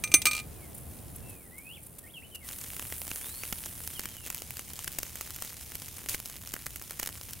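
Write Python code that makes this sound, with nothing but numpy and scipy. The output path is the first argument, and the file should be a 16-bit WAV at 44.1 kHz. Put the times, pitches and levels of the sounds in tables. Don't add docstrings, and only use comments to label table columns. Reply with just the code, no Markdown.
import sys
import numpy as np
from scipy import signal
from scipy.fft import rfft, irfft, next_fast_len
from scipy.io import wavfile
from scipy.ndimage import uniform_filter1d, map_coordinates

SR = 44100
rng = np.random.default_rng(int(sys.argv[2]) if len(sys.argv) > 2 else 0)


def store_pcm(level_fs):
    pcm = np.round(np.clip(level_fs, -1, 1) * 32767).astype(np.int16)
    wavfile.write(sys.argv[1], SR, np.atleast_2d(pcm).T)


N = 326340
TOP_HZ = 15900

# frequency in Hz, level in dB.
SNAP_SPECTRUM = [(1500, -41.5), (3500, -7), (4500, -2.5), (6500, 1.5), (9500, -0.5), (12500, 2),
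                 (15500, 0.5)]
# frequency in Hz, level in dB.
BODY_SPECTRUM = [(60, -8.5), (250, 1), (750, -4), (1250, -1.5), (2200, -0.5), (2600, -2.5), (3000, 0),
                 (3800, -14), (6000, -30.5)]
# frequency in Hz, level in dB.
FIZZ_SPECTRUM = [(300, -1.5), (950, -2), (1500, -5.5), (2300, 1), (3200, 1.5), (4300, 0), (6400, 2.5),
                 (9000, 3), (11500, 0), (15000, 0.5)]


def amp(db):
    return 10 ** (np.asarray(db) / 20)


def unit(x):
    return x / np.sqrt(np.mean(x ** 2) + 1e-20)


def along(points, hz):
    f, v = np.transpose(points)
    return np.interp(np.log(hz + 1), np.log(f + 1), v)


def wobble(rate):
    knots = rng.standard_normal(int(N * rate / SR) + 4)
    return map_coordinates(knots, [np.arange(N) * rate / SR])


def add(track, s, sound):
    part = track[..., max(round(s * SR), 0):][..., :sound.shape[-1]]
    part += sound[..., :part.shape[-1]]


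def filtered(x, response):
    m = next_fast_len(N + SR // 4)
    return irfft(rfft(x, m) * response(np.fft.rfftfreq(m, 1 / SR)), m)[..., :N]


def coloured(x, spectrum, size=1024):
    hz = np.fft.rfftfreq(size, 1 / SR)
    gain = amp(along(spectrum, hz))
    cepstrum = irfft(np.log(gain / np.sqrt(np.mean(gain ** 2 * (hz < TOP_HZ)))))
    cepstrum[1:size // 2] *= 2
    cepstrum[size // 2 + 1:] = 0
    impulse = irfft(np.exp(rfft(cepstrum)))
    return signal.oaconvolve(x, impulse[None], axes=1)[:, :N]


def rush(spectrum):
    # frequency in Hz, left-right correlation (no unit).
    likeness = [(30, .45), (100, 0.79), (600, 0.28), (2400, 1), (8000, 0.52), (15000, 1)]

    def mid_side_response(hz):
        angle = np.arccos(np.clip(along(likeness, hz), -1, 1)) / 2
        return amp(along(spectrum, hz)) * (hz < TOP_HZ) * [np.cos(angle), np.sin(angle)]

    mid, side = filtered(rng.standard_normal((2, N)), mid_side_response)
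    return unit(np.array([mid + side, mid - side]))


def placed(spread_db):
    return amp(np.array([[1], [-1]]) * rng.normal(0, spread_db))


def fracture(t60, ragged_db=3, tail_db=-24, tail_t60=0.068):
    t = np.arange(SR // 25) / SR
    noise, sizes = rng.standard_normal((2, len(t)))
    run_db = ragged_db * unit(uniform_filter1d(sizes, size=10)) - 60 * (t / t60) ** 2
    burst = noise * (amp(run_db) + amp(tail_db - 60 * t / tail_t60))
    return burst / np.linalg.norm(burst) * np.sqrt(.005 * SR)


def stages(fade_s):
    # start in seconds, rumble, rustle, fizz and crackle levels in dB.
    rows = np.array([(0, -48, -50, -59.5, -82), (1.36, -56, -54.5, -65, -78.5),
                     (2.439, -51.5, -54, -50.5, -52.5)])
    t = np.arange(N) / SR
    entered = np.clip((t - rows[1:, :1]) / fade_s + .5, 0, 1)
    return rows[0, 1:, None] + np.diff(rows[:, 1:], axis=0).T @ entered


def outdoors(ease_db_per_s=1.17):
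    # frequency in Hz, level in dB.
    rumble_spectrum = [(15, -22), (30, -9), (50, -4.5), (75, 1), (110, -3.5), (160, -9), (300, -19),
                       (800, -54)]
    # frequency in Hz, level in dB.
    rustle_spectrum = [(70, -9), (170, 1), (280, -3.5), (450, -6), (700, -9), (1100, -17.5), (2000, -24),
                       (5000, -31)]
    rumble_db, rustle_db, _, _ = stages(fade_s=0.13)
    ease_db = ease_db_per_s * np.arange(N) / SR
    rumble = amp(rumble_db + .8 * wobble(7.5)) * rush(rumble_spectrum)
    rustle = amp(rustle_db - ease_db + 0.63 * wobble(14)) * rush(rustle_spectrum)
    return rumble + rustle


def bird(waver=0.011, flicker_db=3, arch=0.43):
    # start in seconds, length in seconds, start, middle and end frequencies in Hz, level in dB.
    whistles = [(.56, 0.15, 2550, 2190, 1880, -66), (1.212, 0.28, 2670, 2520, 1780, -62.5),
                (1.511, .17, 1900, 2250, 2600, -56), (1.663, 0.09, 2550, 2830, 3550, -50.5),
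                (1.756, 0.028, 3300, 2650, 2100, -52), (2.031, 0.087, 1840, 2260, 3950, -58.5),
                (2.137, 0.052, 3350, 2950, 2540, -48.5), (2.217, 0.05, 1750, 2830, 2950, -53),
                (2.313, 0.063, 3150, 2910, 2620, -51.5), (2.407, 0.059, 2250, 2080, 1820, -56),
                (3.182, .28, 2950, 4080, 4680, -56), (3.95, 0.054, 3310, 3000, 2660, -49),
                (4.03, 0.052, 2320, 2900, 3050, -54), (4.091, .2, 3230, 2920, 2520, -58.5)]
    song, t = np.zeros(N), np.arange(N) / SR
    drift, flicker = 1 + waver * wobble(150), amp(flicker_db * wobble(70))
    for s, length, start_hz, middle_hz, end_hz, db in whistles:
        on = (t > s) & (t < s + length)
        u = (t[on] - s) / length
        bend_hz = 2 * (2 * middle_hz - start_hz - end_hz) * u * (1 - u)
        hz = start_hz + (end_hz - start_hz) * u + bend_hz
        tone = np.sin(2 * np.pi * np.cumsum(hz * drift[on]) / SR)
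        envelope = np.abs(np.sin(np.pi * u)) ** arch
        song[on] += np.sqrt(2) * amp(db) * envelope * tone
    return np.array([song, song]) * flicker


def crackle(count=1300, spread_db=5.5, cap_db=12, body_db=-8, t60=0.0013):
    # time in seconds, change of fizz level in dB.
    draught = [(2.4, 0), (3.3, 0), (5.5, 1.2), (5.95, -0.1), (6.35, -2.5), (7.4, -0.5)]
    _, _, fizz_db, _ = stages(fade_s=0.055)
    _, _, _, crackle_db = stages(fade_s=0.067)
    snap, body = np.zeros((2, 2, N))
    times_s = rng.uniform(0, N / SR, count)
    for when, size, dull in zip(times_s, *rng.standard_normal((2, count))):
        tick = amp(min(spread_db * size, cap_db)) * fracture(t60)
        add(snap, when, tick)
        add(body, when, tick * amp(body_db + 4.6 * np.tanh(dull)))
    cracks = coloured(snap, SNAP_SPECTRUM) + coloured(body, BODY_SPECTRUM)
    unrest_db = 2.64 * wobble(350) + 1.4 * wobble(23) + .5 * wobble(3.9)
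    fizz = rush(FIZZ_SPECTRUM) * unit(amp(unrest_db))
    draught_db = np.interp(np.arange(N) / SR, *np.transpose(draught))
    return amp(crackle_db) * cracks + amp(fizz_db + draught_db) * fizz


def sizzle(depth=0.44, unsteady=.015):
    # frequency in Hz, level in dB.
    jet_spectrum = [(2000, -14.5), (6000, -25), (7500, -9), (9000, -1), (10800, 1.5), (12200, -3.5),
                    (13300, -3), (14500, -2), (15700, -6)]
    rest_db, flare_db, swell_db = -53, -47, 5
    rest_hz, flare_hz = 88.6, 124
    start_s, end_s, edge_s = 2.445, 4.0, 0.016
    sag_db_per_s, sag_start_s = 2.5, 1.35
    t = np.arange(N) / SR
    inside_s = np.minimum(t - start_s, end_s - t)
    flare = np.clip(inside_s / edge_s + .5, 0, 1)
    swell = np.maximum(2 * inside_s / (end_s - start_s), 0)
    sag_db = sag_db_per_s * np.maximum(t - sag_start_s, 0) * (t < start_s)
    level_db = rest_db - sag_db + flare * (flare_db - rest_db) + swell * swell_db
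    rate_hz = rest_hz + flare * (flare_hz - rest_hz)
    phase = 2 * np.pi * np.cumsum(rate_hz * (1 + unsteady * wobble(30))) / SR
    flutter = unit(1 + depth * np.sin(phase))
    return amp(level_db + 0.93 * wobble(19)) * flutter * rush(jet_spectrum)


def spits(edge_s=0.0027, rough_db=2):
    # start in seconds, length in seconds, hiss level in dB.
    bursts = [(.745, 0.007, -39.5), (0.777, .008, -42), (1.158, 0.0067, -39.5), (1.293, 0.0084, -42),
              (1.579, 0.01, -43), (1.829, .008, -46), (1.862, 0.0095, -45.5), (1.982, 0.012, -43.5),
              (2.346, 0.014, -42.5), (2.625, 0.015, -48), (5.738, .016, -48), (6.089, 0.065, -40.5)]
    # frequency in Hz, level in dB.
    hiss_spectrum = [(2000, -10), (5000, -31), (8500, 7.5), (11500, 7.5), (13000, 2), (15500, 1)]
    full_body_db, full_s, thinning_db = 3, 0.018, 20
    hiss, body = np.zeros((2, N))
    t = np.arange(SR // 10) / SR
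    for s, length, hiss_db in bursts:
        gate = np.clip(t / edge_s, 0, 1) * np.exp(-np.maximum(t - length, 0) / edge_s)
        body_db = hiss_db + full_body_db + thinning_db * min(np.log2(length / full_s), 0)
        add(hiss, s, amp(hiss_db) * gate)
        add(body, s, amp(body_db) * gate)
    roughness = unit(amp(rough_db * wobble(700)))
    return roughness * (hiss * rush(hiss_spectrum) + body * rush(FIZZ_SPECTRUM))


def pops(push_s=0.003, push_db=-4, push_full_t60=0.013):
    # start in seconds, snap level in dB, body level in dB.
    splits = [(2.5115, -43, -42), (2.7656, -37, -42.5), (2.7953, -35, -36), (2.9235, -37.5, -36),
              (3.0169, -37, -39.5), (3.0787, -37, -46), (3.1144, -36, -34.5), (3.159, -36, -42),
              (3.435, -38.5, -34.5), (3.5259, -29.5, -30.5), (3.659, -34, -44), (3.8753, -32.5, -41.5),
              (3.994, -31.5, -36), (4.056, -33.5, -37), (4.2753, -41, -41), (4.3018, -31, -37.5),
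              (4.3462, -32.5, -42.5), (4.4202, -37, -41.5), (4.5067, -35.5, -41.5), (4.5695, -37, -43),
              (4.5936, -36, -42.5), (4.7344, -37.5, -46), (4.791, -37, -43), (4.844, -35, -45),
              (4.8771, -31.5, -35.5), (4.986, -27.5, -36.5), (5.0307, -31.5, -38), (5.156, -37, -45),
              (5.21, -33.5, -37), (5.3058, -37.5, -42.5), (5.4222, -32, -38), (5.4484, -37.5, -41.5),
              (5.7537, -34.5, -42), (6.0872, -31, -38.5), (6.093, -29, -46), (6.1455, -31, -32.5),
              (6.2009, -35.5, -44), (6.2577, -34.5, -41), (6.3569, -46, -45.5), (6.4738, -37.5, -48),
              (6.5384, -32, -35.5), (6.565, -42, -42.5), (6.6649, -31.5, -36), (6.7594, -34.5, -41),
              (6.9081, -36.5, -41.5), (6.9974, -30, -37), (7.0295, -30, -34.5), (7.0601, -34, -41.5),
              (7.0735, -32, -39.5), (7.0901, -40, -44.5), (7.333, -37, -44)]
    middle_t60, middle_db, doubling_db = 0.0078, -31.5, 5.5
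    snap, body, push = np.zeros((3, 2, N))
    u = np.arange(SR // 20) / SR / push_s
    pulse = u * np.exp(1 - u)
    for s, snap_db, body_db in splits:
        side = placed(spread_db=0.97)
        t60 = middle_t60 * 2 ** ((snap_db - middle_db) / doubling_db)
        add(snap, s, side * amp(snap_db) * fracture(t60))
        add(body, s, side * amp(body_db) * fracture(t60))
        add(push, s, side * amp(body_db + push_db) * min(t60 / push_full_t60, 1) * pulse)
    return coloured(snap, SNAP_SPECTRUM) + coloured(body, BODY_SPECTRUM) + push


def rattle(count=7, ring_db=-10.5, ring_loss_db=3.0, clack_db=-25.5, clack_loss_db=1.2):
    start_s, first_gap_s, shrink = .312, .0205, .86
    k = np.arange(count)
    gaps = first_gap_s * shrink ** k
    times_s = start_s + np.cumsum(gaps) - gaps
    second_spot = np.ones(count)
    return list(zip(times_s, ring_db - ring_loss_db * k, clack_db - clack_loss_db * k, second_spot))


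def skewer(clack_t60=0.034, build_s=0.0013):
    # start in seconds, ring level in dB, clack level in dB,
    # place from 0 (first spot) to 1 (second spot).
    blows = [(.038, -11, -23, 0.44), (.0752, -28, -39.5, 0.48), (.1168, -15.5, -31, 0.7),
             (.14, 1, -10, 0.011), (.218, -24.5, -24, 0.16), (.2551, -5, -14, 0.68), (.267, 1, -20, 0.96),
             (.285, -39, -30, 0.83)]
    # frequency in Hz, levels at the first and second #
    # spot in dB, t60 in seconds.
    resonances = [(310, -19, -37, 0.04), (1234, -33, -25, 0.14), (1545, -34, -37, 0.08), (2066, -31, -37, 0.15),
                  (2390, -13, -14, 0.115), (2460, -29, -29, 0.04), (3856, -28, -30, 0.04),
                  (4423, -46, -28, 0.09), (5521, -25, -30, 0.045), (6164, -8, -24, 0.068),
                  (6344, -16, -27, 0.04), (6867, -22, -30, 0.04), (8229, -15, -23, 0.09), (8565, -20, -30, 0.06),
                  (8819, -23, -46, 0.11), (9199, -15, -43, 0.135), (11214, -21, -25, 0.07),
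                  (12125, -23, -31, 0.045), (13087, -28, -30, 0.055), (14290, -32, -35, 0.12),
                  (15257, -27, -24, 0.075)]
    # frequency in Hz, level in dB.
    clack_spectrum = [(100, -24.5), (300, -19.5), (550, -7), (1700, -9), (2550, 8), (3200, -1), (4100, 4.5),
                      (5300, -2.5), (7500, 0), (9500, -2), (15000, -2)]
    hard_db, dulling, dull_from_hz, dull_full_hz = -11.5, .35, 9000, 15000
    ring, clack, t = np.zeros((2, N)), np.zeros((2, N)), np.arange(SR // 4) / SR
    hz, first_db, second_db, t60 = np.transpose(resonances)
    decay = amp(-60 * t / t60[:, None])
    modes = np.sin(2 * np.pi * hz[:, None] * t) * decay * (1 - np.exp(-t / build_s))
    sides = np.hstack([placed(spread_db=.5) for _ in resonances])
    noise_hz = np.fft.rfftfreq(len(t), 1 / SR)
    for s, ring_db, clack_db, place in blows + rattle():
        treble_db = dulling * min(clack_db - hard_db, 0)
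        dull = lambda f: amp(np.interp(f, [dull_from_hz, dull_full_hz], [0, treble_db]))
        mode_db = ring_db + first_db + np.clip(place, 0, 1) * (second_db - first_db)
        add(ring, s, sides * dull(hz) * amp(mode_db) @ modes)
        noise = rng.standard_normal(len(t)) + 0.24 * rng.standard_normal((2, len(t)))
        noise = irfft(rfft(noise) * dull(noise_hz), len(t))
        add(clack, s, amp(clack_db - 60 * t / clack_t60) * noise)
    return ring + coloured(clack, clack_spectrum)


def yard(x):
    # frequency in Hz, t60 in seconds.
    decay_times = [(200, 0.15), (2500, 0.21), (12000, 0.0775)]
    hz, t, z = signal.stft(rng.standard_normal((2, SR // 3)), SR, nperseg=256)
    decay = amp(-60 * t / along(decay_times, hz)[:, None])
    tail = signal.istft(z * decay, SR, nperseg=256)[1]
    return signal.fftconvolve(x, tail / np.linalg.norm(tail[0]), axes=1)[:, :N]


def ports(x, lag_s=0.00038):
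    # frequency in Hz, side level in dB.
    width = [(500, -17.5), (2400, -38), (5000, -13.5), (13000, -22)]
    response = lambda hz: 1j * amp(along(width, hz)) * np.sin(2 * np.pi * hz * lag_s)
    side = filtered(x.mean(axis=0), response)
    return x + np.array([side, -side])


def scene():
    near, song = skewer() + pops() + spits(), bird()
    direct = (ports(near + crackle()) + sizzle()) * amp([[-.3], [.3]])
    return direct + song + yard(amp(-18.5) * near + amp(-7.5) * song) + outdoors()


def record(dry):
    return filtered(dry, lambda hz: np.clip((TOP_HZ - hz) / 300 + .5, 0, 1))


dry = scene()
out = record(dry)
store_pcm(out)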